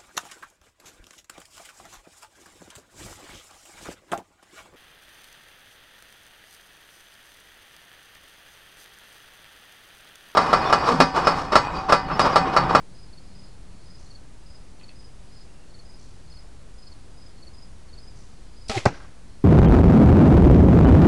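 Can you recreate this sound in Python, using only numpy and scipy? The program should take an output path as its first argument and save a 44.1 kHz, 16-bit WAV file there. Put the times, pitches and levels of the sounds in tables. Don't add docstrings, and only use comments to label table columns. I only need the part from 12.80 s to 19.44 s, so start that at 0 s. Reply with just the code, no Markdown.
import sys
import numpy as np
from scipy import signal
from scipy.fft import rfft, irfft, next_fast_len
from scipy.io import wavfile

SR = 44100
rng = np.random.default_rng(int(sys.argv[2]) if len(sys.argv) > 2 else 0)


def wav_record(signal):
    frames = np.transpose(np.atleast_2d(signal))
    bounded = np.clip(frames, -1, 1)
    quanta = np.round(bounded * 32767).astype(np.int16)
    wavfile.write(sys.argv[1], SR, quanta)


def amplitude_ratio(level_db):
    exponent = np.asarray(level_db, float) / 20
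    return 10 ** exponent


N = 292824
TIME = np.arange(N) / SR
LEAVES_S, STRIKES_S = 5.9, 6.055

# pitch_hz, density_db
AIR_SPECTRUM = [(8, -22), (18, 0), (40, 0), (90, -7), (180, -14), (350, -20), (700, -25.5), (1400, -30),
                (2800, -34.5), (5500, -36), (9000, -38), (11500, -42.5), (14000, -80)]
# time_s, level_db
ENGINE_LEVEL = [
    (0, -59),
    (1.1, -60),
    (1.6, -79),
    (6.64, -70),
]
# pitch_hz, width_hz, level_db
CRICKET_HAZE = [(4350, 700, -75.5), (4850, 600, -75.5)]
# centre_s, level_db
BIRD_NOTES = [
    (2.7, -72),
    (2.77, -70),
    (2.825, -65),
    (2.87, -72),
]
# start_s, level_db
KATYDID_RASPS = [
    (1.178, -57),
    (3.185, -58.5),
    (5.352, -58),
]
# pitch_hz, density_db
KATYDID_SPECTRUM = [(3300, -30), (4200, -3), (5200, -5), (6000, 1), (6800, -7), (7600, -6), (9000, -30)]
# middle_stroke_s, level_db
FAINT_CHIRPS = [(.47, -73), (.66, -71), (2.55, -69), (3.2, -71), (5.62, -73), (6.5, -72)]
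# main_stroke_s, level_db
FAR_CHIRPS = [(.196, -53.5), (.437, -61.5), (.599, -53), (1.109, -52.5), (1.711, -54), (2.206, -53.5),
              (2.573, -54), (3.103, -53.5), (3.551, -52), (4.033, -52.5), (4.426, -53), (4.788, -52),
              (5.239, -52.5), (5.822, -54.5)]
# offset_s, level_db
FAR_STROKES = [
    (-.082, -14),
    (-.041, -2.5),
    (0, 0),
    (.044, .5),
]
# middle_stroke_s, level_db
NEAR_CHIRPS = [(.3365, -52), (1.3116, -50.5), (2.0434, -50.5), (2.9517, -51.5), (3.5265, -53),
               (4.0775, -52), (4.6303, -50.5), (5.1367, -50.3)]
# offset_s, level_db
NEAR_STROKES = [
    (-.0425, -9),
    (0, 0),
    (0.0473, 1.5),
]
# pitch_hz, t60_s
TREE_DECAY = [(150, .3), (600, 0.26), (1500, 0.67), (5000, 0.65), (10000, 0.39)]
# start_s, level_db, pitch_hz
GEAR_TICKS = [
    (1.998, -48, 2880),
    (2.012, -40, 2560),
    (2.092, -38, 2610),
]
# delay_s, level_db
TICK_ECHOES = [
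    (.0085, -7),
    (.013, -5),
    (.021, -8),
    (.03, -12),
]
# pitch_hz, density_db
TRIGGER_SPECTRUM = [(1800, -28), (2600, -4), (3400, -10), (4600, 0), (6500, -8), (10000, -11), (13000, -40)]
# start_s, level_db, t60_s
STRING_SNAPS = [
    (5.895, -18.5, 0.022),
    (5.903, -21, 0.018),
    (5.913, -25, 0.037),
]
# pitch_hz, density_db
SNAP_SPECTRUM = [(300, -32), (900, 3), (1400, 2), (2600, 0), (4000, 0), (5700, -3.5), (7600, -10.5),
                 (10500, -20), (13000, -37)]
# pitch_hz, level_db, t60_s
LIMB_MODES = [(96, -22, 0.046), (230, -23, 0.046), (447, -24, 0.05), (628, -25.5, 0.065),
              (1290, -31.5, 0.078)]
# pitch_hz, density_db
RUSH_SPECTRUM = [(150, -26), (500, 1), (1300, -2), (2400, 0), (4000, -2.5), (5800, -6.5), (7600, -10),
                 (9000, -18), (11500, -18), (13000, -53)]
# pitch_hz, level_db, t60_s
VANE_SLAP = [(2100, -20.5, 0.035), (2520, -24, .04), (4020, -26.5, 0.033)]
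# start_s, level_db, sense, pitch_hz, t60_s
KNOCKS = [
    (6.0546, 9, -1, 563, 0.0048),
    (6.059, 15.5, 1, 800, 0.0028),
    (6.0596, 20.5, -0.96, 664, 0.0037),
    (6.0628, 5, 1, 890, 0.0056),
    (6.0642, 6, 1, 710, 0.0068),
    (6.0663, 3.5, -0.92, 332, 0.0078),
]
# pitch_hz, level_db, t60_s
BLOCK_MODES = [(260, -16.5, .05), (396, -27, .04), (572, -16.5, .04), (780, -20, .04), (970, -21, .03),
               (1190, -15.5, .035), (1550, -11, .025), (1950, -17.5, 0.031), (2360, -22, 0.029)]
# pitch_hz, level_db, t60_s
BOARD_MODES = [(119, -2.5, 0.052), (174, -21, 0.071)]
# pitch_hz, density_db
TEAR_SPECTRUM = [(700, -24), (1600, 1), (2600, -11), (3800, -3), (5000, 3), (6200, -4), (7800, -7),
                 (11000, -23), (13000, -60)]
# pitch_hz, density_db
NEAR_ECHO_SPECTRUM = [(59, -30), (100, -4), (185, -1), (514, -9), (833, -7), (972, -13.5), (2450, -21),
                      (3270, -31), (5830, -27.5), (10000, -49), (13000, -80), (22000, -120)]
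# pitch_hz, density_db
FAR_ECHO_SPECTRUM = [(180, -33), (300, -3), (550, -4), (595, -6), (1440, -5), (3440, -18), (5740, -15.5),
                     (7000, -28), (9100, -58), (15400, -120)]
# delay_s, level_db, favoured_hz
WALLS = [
    (.044, -17, 230),
    (.078, -25, 2100),
    (.138, -29, 1550),
    (.182, -32, 1250),
]


def unit(x):
    return x / np.sqrt(np.mean(x ** 2))


def along(points, hz):
    f, v = np.transpose(points)
    return np.interp(np.log(hz + 1), np.log(f + 1), v)


def noise(gain):
    m = next_fast_len(N)
    spectrum = rfft(rng.standard_normal(m)) * gain(np.fft.rfftfreq(m, 1 / SR))
    return unit(irfft(spectrum, m)[:N])


def peak_noise(hz, width):
    return noise(lambda f: 1 / (1 + ((f - hz) / width * 2) ** 2))


def coloured(spectrum):
    return noise(lambda hz: amplitude_ratio(along(spectrum, hz)))


def patchy(spectrum, depth_db, rate_hz):
    lumps = amplitude_ratio(depth_db * peak_noise(0, 2 * rate_hz))
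    return unit(lumps * coloured(spectrum))


def dying(start, t60, attack):
    t = np.maximum(TIME - start, 0)
    return (1 - np.exp(-t / attack)) * amplitude_ratio(-60 * t / t60)


def ring(modes, start, attack):
    return sum(amplitude_ratio(db) * dying(start, t60, attack) * np.sin(2 * np.pi * hz * (TIME - start))
               for hz, db, t60 in modes)


def smear(x, tail):
    return signal.fftconvolve(x, tail / np.linalg.norm(tail))[:N]


def air():
    return amplitude_ratio(-46.5) * coloured(AIR_SPECTRUM)


def engine():
    level_db = np.interp(TIME, *np.transpose(ENGINE_LEVEL))
    return amplitude_ratio(level_db) * peak_noise(184, 9)


def cricket_haze():
    haze = np.zeros(N)
    for hz, width, db in CRICKET_HAZE:
        swell = amplitude_ratio(3.9 * peak_noise(0, 2.9))
        haze += amplitude_ratio(db) * swell * peak_noise(hz, width)
    return haze


def bird():
    notes = sum(amplitude_ratio(db) * np.exp(-((TIME - s) / .018) ** 2) for s, db in BIRD_NOTES)
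    return notes * peak_noise(2750, 140)


def katydid():
    teeth = 1 + .5 * np.sin(2 * np.pi * 62 * TIME)
    rasps = sum(amplitude_ratio(db) * dying(s, 0.8, 0.013) for s, db in KATYDID_RASPS)
    return rasps * teeth * coloured(KATYDID_SPECTRUM)


def chirps(calls, strokes, scatter_db, scatter_s):
    luck = rng.standard_normal((len(calls), len(strokes), 2))
    return [(s + ds + scatter_s * late, db + step + scatter_db * loud)
            for (s, db), row in zip(calls, luck)
            for (ds, step), (late, loud) in zip(strokes, row)]


def cricket(strokes, hz, fall_hz, length, rough_hz, wet_db, t60):
    song = np.zeros(N)
    u = np.linspace(-1, 1, round(length * SR))
    for s, db in strokes:
        waver = rough_hz * np.sin(rng.uniform(3.8, 9) * u + rng.uniform(0, 2 * np.pi))
        pitch = hz + 9 * (db + 52) - fall_hz * u + waver
        swell = np.sqrt(np.abs(1 - u ** 2))
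        tone = amplitude_ratio(db) * swell * np.sin(2 * np.pi * np.cumsum(pitch) / SR)
        first = round((s - .0015) * SR) - len(u) // 2
        song[first:first + len(u)] += tone
    leaves = rng.standard_normal(SR // 4) * amplitude_ratio(-60 * TIME[:SR // 4] / t60)
    return song + amplitude_ratio(wet_db) * smear(song, leaves)


def crickets():
    near_strokes = chirps(NEAR_CHIRPS, NEAR_STROKES, .8, .001)
    near = amplitude_ratio(.8) * cricket(near_strokes, 4390, 200, .019, rough_hz=25, wet_db=-7, t60=.12)
    far_strokes = chirps(FAR_CHIRPS, FAR_STROKES, 0.51, 0.0011)
    far = amplitude_ratio(-3.5) * cricket(far_strokes, 5030, 0, .023, rough_hz=45, wet_db=0, t60=.25)
    skirt = amplitude_ratio(-8) * cricket(far_strokes, 4820, 80, .014, rough_hz=60, wet_db=3, t60=.2)
    faint_strokes = chirps(FAINT_CHIRPS, FAR_STROKES, 1.5, .002)
    faint = cricket(faint_strokes, 4450, 250, .018, rough_hz=120, wet_db=10, t60=.25)
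    return near + far + skirt + faint


def trees(x, delay):
    hz, t, z = signal.stft(rng.standard_normal(SR // 2), SR, nperseg=256)
    decay = amplitude_ratio(-60 * t / along(TREE_DECAY, hz)[:, None])
    tail = signal.istft(z * decay, SR, nperseg=256)[1]
    return smear(np.pad(x, (round(delay * SR), 0)), tail)


def walls(x):
    back = np.zeros(N)
    for delay, db, hz in WALLS:
        blur = rng.standard_normal(SR // 10) * dying(0, .07, .006)[:SR // 10]
        favoured = signal.butter(N=3, Wn=[hz / 1.4, hz * 1.5], btype="band", fs=SR, output="sos")
        band = signal.sosfilt(favoured, x)
        back += amplitude_ratio(db) * np.roll(smear(band, blur), round(delay * SR))
    return back


def gear_ticks():
    dry = np.zeros(N)
    for s, db, hz in GEAR_TICKS:
        modes = [(hz, db - .6, .013), (1.26 * hz, db - 2, .008), (1.53 * hz, db - 4, .006), (.8 * hz, db - 4, .008)]
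        dry += ring(modes, s, 0.00073)
    echoes = sum(amplitude_ratio(db) * np.roll(dry, round(delay * SR)) for delay, db in TICK_ECHOES)
    return dry + echoes + amplitude_ratio(-7) * trees(dry, delay=.005)


def bow():
    click = amplitude_ratio(-36) * dying(5.8815, 0.07, .002) * patchy(TRIGGER_SPECTRUM, depth_db=2, rate_hz=400)
    snaps = sum(amplitude_ratio(db) * dying(s, t60, 0.001) for s, db, t60 in STRING_SNAPS)
    rattle = snaps * patchy(SNAP_SPECTRUM, depth_db=3, rate_hz=380)
    limbs = ring(LIMB_MODES, 5.896, 0.00063)
    rebound = amplitude_ratio(-4) * ring(LIMB_MODES[1:], 5.9053, 0.0005)
    return click + rattle - limbs - rebound


def arrow(passes=5.98, speed=62, miss=0.46, whir_hz=655):
    ahead = speed * (passes - TIME)
    metres = np.hypot(ahead, miss)
    toward = ahead / metres
    pitch = whir_hz / (1 - speed / 343 * toward)
    phase = 2 * np.pi * np.cumsum(pitch * (TIME > LEAVES_S)) / SR
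    flying = dying(LEAVES_S, 1e3, .0064) * (TIME < STRIKES_S) / np.hypot(metres, .8)
    bent = (1 - np.cos(2 * np.pi * 28 * (TIME - 5.957))) / 2
    full = amplitude_ratio(-20.5 - 11 * bent ** 2) * np.sin(phase)
    half = amplitude_ratio(-22.5 - 16 * (1 - bent)) / np.sqrt(metres) * np.sin(phase / 2 + 1.4)
    fade_db = -1400 * np.maximum(TIME - passes + .004, 0)
    whir = flying * amplitude_ratio(fade_db) * (full + half)
    passing_hiss = amplitude_ratio(-31 - 5.5 * (1 - toward) / 2) * flying
    launch_hiss = amplitude_ratio(-29) * dying(LEAVES_S, .14, .015)
    rush = (passing_hiss + launch_hiss) * patchy(RUSH_SPECTRUM, depth_db=2.0, rate_hz=350)
    push = np.exp(-((TIME - 5.975) / 0.013) ** 2)
    wake = amplitude_ratio(-22.5) * push * np.sin(2 * np.pi * 113 * (TIME - 5.9665))
    return whir + rush + wake + ring(VANE_SLAP, 5.9765, 0.00085)


def target():
    knocks = sum(sense * ring([(hz, db, t60)], s, .002) for s, db, sense, hz, t60 in KNOCKS)
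    tear = amplitude_ratio(-19.5) * dying(6.0546, 0.032, 0.00096) * coloured(TEAR_SPECTRUM)
    tip = amplitude_ratio(-7) * ring(BLOCK_MODES[-4:], 6.0552, .0006)
    block = ring(BLOCK_MODES, 6.0597, .0006)
    board = ring(BOARD_MODES, 6.0615, 0.0032)
    blow = knocks + tip + block + tear + board
    near = amplitude_ratio(-17.5) * dying(6.061, .14, 0.0036) * patchy(NEAR_ECHO_SPECTRUM, depth_db=1.0, rate_hz=120)
    far = amplitude_ratio(-37) * dying(6.09, .55, .06) * patchy(FAR_ECHO_SPECTRUM, depth_db=1.2, rate_hz=60)
    return blow + walls(blow) + near + far


def scene():
    release = bow() + arrow()
    shot = release + amplitude_ratio(-20.0) * trees(release, delay=0.013) + target()
    yard = gear_ticks() + crickets() + katydid() + bird() + cricket_haze() + air() + engine()
    return (shot + yard)[None]


def roll_off(x):
    return signal.sosfilt(signal.butter(12, 12050, fs=SR, output="sos"), x)


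def record(dry):
    edge = signal.butter(N=10, Wn=10800, fs=SR, output="sos")
    x = signal.sosfilt(edge, dry)
    ceiling = .7
    x = x / (1 + np.abs(x / ceiling) ** 40) ** (1 / 40)
    mix = x - .0099
    return roll_off(mix)


dry = scene()
out = record(dry)
wav_record(out)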